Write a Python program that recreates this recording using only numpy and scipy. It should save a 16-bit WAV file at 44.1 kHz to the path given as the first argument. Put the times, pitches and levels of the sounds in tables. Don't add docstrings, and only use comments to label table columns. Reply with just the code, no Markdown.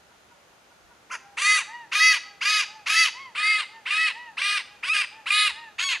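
import sys
import numpy as np
from scipy import signal
from scipy.fft import rfft, irfft, next_fast_len
from scipy.io import wavfile
from scipy.ndimage import uniform_filter1d, map_coordinates

SR = 44100
rng = np.random.default_rng(int(sys.argv[2]) if len(sys.argv) > 2 else 0)


def store_wav(level_fs):
    pcm = np.round(np.clip(np.atleast_2d(level_fs), -1, 1) * 32767)
    wavfile.write(sys.argv[1], SR, pcm.T.astype(np.int16))


N = 264600

# frequency in Hz, relative spectral density in dB.
HUSH_SPECTRUM = [(15, -37), (25, -24), (69, -10), (150, -5.5), (195, -5.5), (284, -6), (584, -3), (848, -3),
                 (944, -5.5), (1230, -5.5), (1370, -2.5), (1570, -6.5), (1990, -8), (6000, -16.5),
                 (6600, -13.5), (7400, -21), (10500, -23), (14800, -31)]
# frequency in Hz, left-right correlation.
HUSH_COHERENCE = [(60, 0.98), (180, 0.85), (540, 0.52), (1600, 0.18), (4790, 0.3), (14300, 0.077)]
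# time in seconds, relative level in dB.
GUSTS = [(0.0, -72), (0.8, -78), (0.85, -60), (0.97, -79), (3.42, -73), (3.54, -85), (5.15, -74),
         (5.2, -87), (5.53, -62.5), (5.65, -77), (5.82, -62), (6.0, -81)]
# frequency in Hz, relative spectral density in dB.
GUST_SPECTRUM = [(15, -16), (40, -6), (70, 7), (130, -12), (300, -28), (1000, -80)]
# frequency in Hz, time to decay by 60 dB in seconds.
SCRUB_DECAY = [(500, 1), (2000, 0.61), (5000, 0.47), (8000, 0.39), (13000, 0.13)]
# frequency in Hz, relative gain in dB.
SCRUB_SPECTRUM = [(1000, -12.0), (2000, -10.5), (5000, -4.0), (10000, -3.5)]
# frequency in Hz, left-right correlation.
SCRUB_COHERENCE = [(5000, 1.0), (9000, 0.96)]
# time in seconds, level in dB.
PIPS = [(.122, -57), (0.326, -53), (.53, -66), (.725, -57.5), (.922, -53.5)]
# start and end in seconds, top pitch in Hz, level in dB, overtone gain in dB.
WHINES = [(1.193, 1.408, 805, -58, -6), (1.664, 1.905, 961, -45.5, 4), (2.222, 2.41, 816, -62, 1),
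          (2.675, 2.852, 880, -50, -7), (3.122, 3.346, 1094, -43, 1.5), (3.677, 3.857, 912, -53, 0),
          (4.123, 4.352, 976, -45, 6), (4.65, 4.824, 830, -62, 2), (5.103, 5.272, 890, -52.5, -5),
          (5.515, 5.742, 932, -48, 8.5)]
# frequency in Hz, gain in dB.
THROAT_RESPONSE = [(200, -8), (750, -11.5), (1250, -1), (1600, 1), (2050, 1.5), (2650, 6.5), (3250, -2.5),
                   (4650, -5.5), (5400, -8), (6600, -10), (8000, -16.5), (10300, -17), (12500, -40),
                   (15000, -66)]
TONE_COLOURS = [(-11, -15, -4, -16, -6.5, -16), (-3, -1.5, 0.5, 5, 5, -16), (-1, 0.5, 1.5, 1, -0.5, 11.5),
                (1, -1.5, 4, -1.5, 1, 7), (-0.5, 2, 2, -1.5, 3.5, 10), (-2.5, -1, -16, 2.5, -6, -18),
                (2.5, 0, -8.5, -1.5, -3, -15), (0, 1, -1, 1.5, -5.5, 3), (2.5, -4.5, -6, 4.5, -1.5, -4),
                (-1.5, -1, -7, 2, 2.5, -2), (4, 7.5, -2, 2.5, -3, 12)]
COLOUR_BANDS_HZ = [2600, 4300, 6300, 8300, 10500, 13000]
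# hollow in Hz, its gain in dB, ring in Hz, its gain in dB.
GAPES = [(3900, -13, 4700, 6), (5400, -11, 6000, 6.5), (7650, -10.5, 10300, 2.5), (8300, -4.5, 4780, 9.5),
         (8760, -10, 9100, 9.5), (7800, -2.5, 7960, 0), (6340, -4, 8300, 4.5), (6900, -18, 8920, 9.5),
         (7200, -9.5, 4880, 10), (6050, -5, 3970, 5), (5350, -7, 6650, 13.5)]
# start and length in seconds,
# top pitch in Hz, relative level in dB, rasp left in the first side from 0 to 1.
SECOND_SIDE_ENTRIES = [(1.446, 0.13, 2045, 1, 0.38), (2.0, 0.13, 2039, 3.5, 0.21),
                       (2.468, 0.13, 1730, -9, 0.41), (2.963, 0.082, 2046, 1, 0.36),
                       (3.429, .14, 2130, 3, 0.34), (3.98, 0.089, 1964, -3.5, 0.29),
                       (4.425, 0.12, 1657, -9.5, 0.56), (4.933, 0.059, 1642, -10.5, 0.7),
                       (5.317, 0.16, 1723, -1, 0.31), (5.913, 0.045, 1684, -9, 0.62)]
# multiple of the first side's pitch, multiple of the second side's, relative level in dB.
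HIGH_REGISTER_TONES = [(0, 1, 0), (1, 1, -13), (-1, 2, -22), (2, 1, -1), (3, 1, -7), (1, 2, -13),
                       (2, 2, -10), (4, 1, -14), (4, 2, -11), (6, 1, -12), (5, 2, -13)]
LOW_REGISTER_TONES = [(0, 1, -5), (3, -1, -4), (-1, 2, -2), (1, 1, 1), (0, 2, 1), (-1, 3, 3), (2, 1, 2),
                      (1, 2, 2), (3, 1, -6), (2, 2, -4), (3, 2, -1), (3, 3, 5), (6, 1, 2), (4, 3, 1),
                      (7, 1, 1)]
# start and end in seconds, flare in dB, rise as a share of the pitch.
CLEAR_SPELLS = [(4.895, 4.938, 2.5, .075), (5.843, 5.888, -2.5, .002)]
# start, length and yelp length in seconds, top pitch in Hz, crest as a share of
# the length, bend of the arch, then in dB the yelp, full voice, flare at the break, scoop and slide.
CALLS = [ (1.095, 0.084, 0.022, 1082, 0.59, .2, -39, -33, 1, 8, -18),
         (1.367, 0.27, 0.055, 1259, 0.64, .22, -25.5, -24, 2, 1.5, 0),
         (1.913, 0.28, 0.042, 1277, 0.58, .16, -24.5, -22.5, 3, 2, -6),
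         (2.406, 0.25, .052, 1262, 0.59, .18, -25, -22.5, 1.5, 2.5, -6),
         (2.857, 0.25, 0.046, 1303, 0.55, .14, -24.5, -22, 2.5, 0, -4),
         (3.344, 0.31, 0.039, 1279, 0.59, .16, -30.5, -27, 2.5, 1.5, -22),
         (3.852, 0.28, 0.058, 1290, 0.65, .27, -27, -24.5, 2.5, 5, -12),
         (4.367, 0.26, .053, 1231, .6, .25, -27, -26, 4, 7.5, 0.5),
         (4.825, 0.24, .057, 1234, 0.57, .25, -27, -24.5, -3, 5, -1),
         (5.255, 0.27, 0.052, 1253, .62, .15, -26.5, -24, 5, 7, -1),
         (5.78, 0.2, .045, 1125, 0.29, .55, -24, -25.5, -1, 1.5, 6), ]


def amp(db):
    return 10 ** (np.asarray(db) / 20)


def unit(x):
    return x / np.sqrt(np.mean(x ** 2) + 1e-20)


def steady(x):
    return x / np.sqrt(np.abs(uniform_filter1d(x ** 2, size=700)) + 1e-12)


def along(points, hz):
    frequencies, values = np.transpose(points)
    return np.interp(np.log(hz + 1), np.log(frequencies + 1), values)


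def span(start, end):
    return np.arange(round(start * SR), round(end * SR)) / SR


def add(track, start, x):
    i = round(start * SR)
    track[i:i + len(x)] += x[:len(track) - i]


def gate(t, start, end, edge_s=0.0042):
    return np.clip(np.minimum(t - start, end - t) / edge_s + .5, 0, 1)


def wobble(t, rate):
    knots = (t - t[0]) * rate
    return map_coordinates(rng.standard_normal(4096), [knots], mode="mirror")


def flutter(t, rate):
    return (wobble(t, rate) + 1j * wobble(t, rate)) / np.sqrt(2)


def phase_of(hz):
    return 2 * np.pi * np.cumsum(hz) / SR


def filtered(x, response):
    n = x.shape[-1]
    padded = next_fast_len(n + 4096)
    return irfft(rfft(x, padded) * response(np.fft.rfftfreq(padded, 1 / SR)), padded)[..., :n]


def stereo(pair, coherence):
    angle = lambda hz: np.arccos(np.clip(along(coherence, hz), -1, 1)) / 2
    mid, side = filtered(pair, lambda hz: np.array([np.cos(angle(hz)), np.sin(angle(hz))]))
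    return np.array([mid + side, mid - side])


def hush(level_db=-56.5):
    noise = stereo(rng.standard_normal((2, N)), HUSH_COHERENCE)
    return amp(level_db) * unit(filtered(noise, lambda hz: amp(along(HUSH_SPECTRUM, hz))))


def breeze(left_db=-7, right_db=1):
    level_db = np.interp(span(0, N / SR), *np.transpose(GUSTS))
    rumble = unit(filtered(rng.standard_normal((2, N)), lambda hz: amp(along(GUST_SPECTRUM, hz))))
    return rumble * amp(level_db) * amp([[left_db], [right_db]])


def scrub(x, near_db=-15, far_db=-14.5, near_decay_s=0.11):
    hz, t, spectra = signal.stft(rng.standard_normal((2, SR)), SR, nperseg=256)
    tail_db = along(SCRUB_SPECTRUM, hz)[:, None] - 60 * t / along(SCRUB_DECAY, hz)[:, None]
    tail = signal.istft(spectra * amp(tail_db), SR, nperseg=256)[1]
    t = np.arange(tail.shape[1]) / SR
    tail *= 1 - np.exp(-t / 0.0061)
    near = rng.standard_normal(tail.shape) * amp(-60 * t / near_decay_s) * (t > .002)
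    response = amp(far_db) * tail / np.linalg.norm(tail[0])
    response += amp(near_db) * near / np.linalg.norm(near[0])
    return signal.fftconvolve(x[None], stereo(response, SCRUB_COHERENCE), axes=1)[:, :N]


def far_bird():
    out = np.zeros(N)
    for time, db in PIPS:
        t = span(time - .024, time + 0.02)
        phase = phase_of(478 - 600 * (t - time))
        tone = 1.16 * np.sin(2 * phase) + 0.79 * np.sin(3 * phase)
        add(out, t[0], amp(db) * np.hanning(len(t)) * tone)
    return out


def whines(foot_hz=775):
    out = np.zeros(N)
    for start, end, top_hz, db, overtone_db in WHINES:
        t = span(start, end)
        arch = np.abs(np.sin(np.pi * np.linspace(0, 1, len(t)) ** .85))
        phase = phase_of((foot_hz + (top_hz - foot_hz) * arch) * (1 + 0.0054 * wobble(t, 120)))
        overtones = np.sin(2 * phase) + amp(-12) * np.sin(3 * phase) + amp(-25) * np.sin(4 * phase)
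        brightness = amp(overtone_db + 1.5 * wobble(t, 30)) * np.sqrt(arch)
        tone = np.sqrt(2) * np.sin(phase) + brightness * overtones
        add(out, start, amp(db + 3.25 * wobble(t, 47.1)) * arch ** 1.1 * tone)
    return out


def vocal_tract(source, colour_db, gape, hollow_width_hz=340, ring_width_hz=200):
    hollow_hz, hollow_db, ring_hz, ring_db = gape
    colour = [(1300, 0), *zip(COLOUR_BANDS_HZ, colour_db)]

    def response(hz):
        hollow = hollow_db / (1 + ((hz - hollow_hz) / hollow_width_hz) ** 2)
        ring = ring_db / (1 + ((hz - ring_hz) / ring_width_hz) ** 2)
        return amp(along(THROAT_RESPONSE, hz) + along(colour, hz) + hollow + ring)
    return steady(filtered(source, response))


def pitch_arch(t, yelp_s, top_hz, crest, bend, foot_hz=851.6, fall_s=.036):
    progress = (t - t[0]) / (t[-1] - t[0])
    arch_hz = top_hz * (1 - bend * (progress - crest) ** 2)
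    rise = 1 - np.exp(-((t - t[0]) / (.63 * yelp_s)) ** 1.585)
    fall = 1 - np.exp(-((t[-1] - t) / fall_s) ** 2)
    return foot_hz + (arch_hz - foot_hz) * rise * fall


def effort_db(t, breaks, release, yelp_db, voice_db):
    attack_s, break_s, release_s, fade_s = 0.017, 0.011, 0.0037, 0.019
    attack_db, sag_db_per_s, swell_db, tail_db, fade_db = 20.5, 158, 1.18, -6, -20
    ramp = lambda start, length: np.clip((t - start) / length, 0, 1)
    sag = sag_db_per_s * np.maximum(t - t[0] - attack_s, 0)
    opening = yelp_db - attack_db * (1 - ramp(t[0], attack_s)) ** 2 - sag
    held = voice_db + swell_db * np.sin(np.pi * ramp(breaks, release - breaks))
    closing = tail_db * ramp(release, release_s) + fade_db * ramp(t[-1] - fade_s, fade_s)
    return opening + (held - opening) * ramp(breaks - break_s, break_s) + closing


def roughness(t, breaks, release, onset=0.79, glide=0.65, voice=0.5, letting_go=0.82, tail=0.56):
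    times = [t[0] + 0.0058, breaks - .02, breaks, breaks + 0.0043,
             release - .025, release, release + 0.016]
    rasp = np.interp(t, np.maximum.accumulate(times),
                     [onset, glide, glide, voice, voice, letting_go, tail])
    for start, length, _, _, rasp_left in SECOND_SIDE_ENTRIES:
        rasp += (rasp_left - rasp) * gate(t, start, start + length - .012)
    return rasp


def register_flares(t, breaks, release, break_db, release_db=1.56, width_s=0.0045):
    pulse = lambda time: np.exp(-((t - time) / width_s) ** 2)
    return break_db * pulse(breaks) + release_db * pulse(release - 0.0025)


def glides(t, scoop_db, slide_db, rise_s=.028, drop_s=0.081):
    opening, closing = (t - t[0]) / rise_s, (t[-1] - t) / drop_s
    tension = 1 - np.exp(-np.minimum(opening, closing))
    phase = phase_of(700 + 1450 * tension) + .12 * wobble(t, 700)
    tone = sum(amp(db) * np.sin(k * phase) for k, db in enumerate([0, 3, -17, -27], 1))
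    scoop_gain = amp(scoop_db) * np.clip((1.3 - opening) / 0.83, 0, 1) * (opening < closing)
    slide_gain = amp(slide_db) * np.clip((.95 - closing) / 1.24, 0, 1) * (opening >= closing)
    return tone, scoop_gain, slide_gain


def second_side(t, first_phase, from_middle, top_hz):
    pitch = top_hz * (1 - 0.053 * np.clip(from_middle, -1, 1) ** 2 + 0.005 * wobble(t, 135.3))
    phase = phase_of(pitch) + 0.1 * wobble(t, 900)
    tones = HIGH_REGISTER_TONES if top_hz > 1800 else LOW_REGISTER_TONES
    return sum(amp(db + 2.4 * wobble(t, 68.5))
               * np.cos(j * first_phase + k * phase + rng.uniform(0, 2 * np.pi)) for j, k, db in tones)


def first_side(t, phase, pitch, rasp, flare_db, harmonics=12, dull_db=17, subharmonic_db=-19):
    sag = 1 - pitch / pitch.max()
    slack = np.clip(sag / 0.16, 0, 1)
    half = phase / 2 + .5 * wobble(t, 132.5)
    third = .36 * phase + 2.27 * wobble(t, 108.86)
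    out = amp(subharmonic_db) * rasp * np.cos(half)
    for k in range(1, harmonics + 1):
        blur = 0.12 * min(k, 6) * flutter(t, 80 * k)
        fuzz = 0.78 * np.sqrt(k / 3) * flutter(t, 1300)
        doubling = 0.47 * (1 + .5 * flutter(t, 120.8)) * np.exp(1j * half)
        upper = flutter(t, 106.5) * np.exp(1j * third)
        lower = (k > 1) * flutter(t, 116.3) * np.exp(-1j * third)
        sidebands = slack * doubling + (1 - slack) * (upper + lower)
        modulation = 1 - 0.62 * rasp + rasp * (blur + fuzz + sidebands)
        carrier = np.exp(1j * (k * phase + rng.uniform(0, 2 * np.pi)))
        gain_db = -dull_db * sag * np.log2(max(k / 3, 1)) + (2 * flare_db if k == 2 else 0)
        out += amp(gain_db) * np.real(carrier * modulation)
    return out


def hornbill_call(call, colour_db, gape, tail_s=.044, clear_rasp=.1):
    onset, length, yelp_s, top_hz, crest, bend, yelp_db, voice_db, break_db, scoop_db, slide_db = call
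    t = span(onset, onset + length)
    breaks, release = onset + yelp_s, onset + length - min(tail_s, length / 4)
    pitch = pitch_arch(t, yelp_s, top_hz, crest, bend)
    rasp = roughness(t, breaks, release)
    flare_db = register_flares(t, breaks, release, break_db)
    bent_pitch = pitch * (1 + 0.0098 * flare_db)
    for start, end, clear_db, drift in CLEAR_SPELLS:
        clear = gate(t, start, end)
        rasp += (clear_rasp - rasp) * clear
        flare_db += clear_db * clear
        bent_pitch *= 1 + drift * clear * np.sqrt(np.clip((t - start) / (end - start), 0, 1))
    jitter = .012 * rasp * wobble(t, 169.3)
    phase = phase_of(bent_pitch * (1 + jitter))
    voice = vocal_tract(first_side(t, phase, pitch, rasp, flare_db), colour_db, gape)
    tone, scoop, slide = glides(t, scoop_db, slide_db)
    glide = vocal_tract(tone, colour_db, gape)
    voice = (voice + scoop * glide) / np.sqrt(1 + scoop ** 2) + slide * glide
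    for start, stretch, second_hz, second_db, _ in SECOND_SIDE_ENTRIES:
        if onset < start < onset + length:
            from_middle = 2 * (t - start) / stretch - 1
            gain = amp(second_db + 2.2 - 4.5 * from_middle ** 2) * gate(t, start, start + stretch)
            voice += gain * vocal_tract(second_side(t, phase, from_middle, second_hz), colour_db, gape)
    fade = np.clip(np.minimum(t - t[0], t[-1] - t) / 0.0048, 0, 1)
    shimmer_db = 0.83 * rasp * wobble(t, 221.6)
    return voice * fade * amp(effort_db(t, breaks, release, yelp_db, voice_db) + flare_db + shimmer_db)


def hornbill():
    out = np.zeros(N)
    for call, colour_db, gape in zip(CALLS, TONE_COLOURS, GAPES):
        add(out, call[0], hornbill_call(call, colour_db, gape))
    return out


def scene(right_lead_s=5e-6):
    birds = hornbill() + whines() + far_bird()
    direct = filtered(birds, lambda hz: np.exp(1j * np.pi * hz * right_lead_s * np.array([[-1], [1]])))
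    return direct + scrub(birds) + hush() + breeze()


def record(dry, cutoff_hz=14950):
    return filtered(dry, lambda hz: hz < cutoff_hz)


dry = scene()
out = record(dry)
store_wav(out)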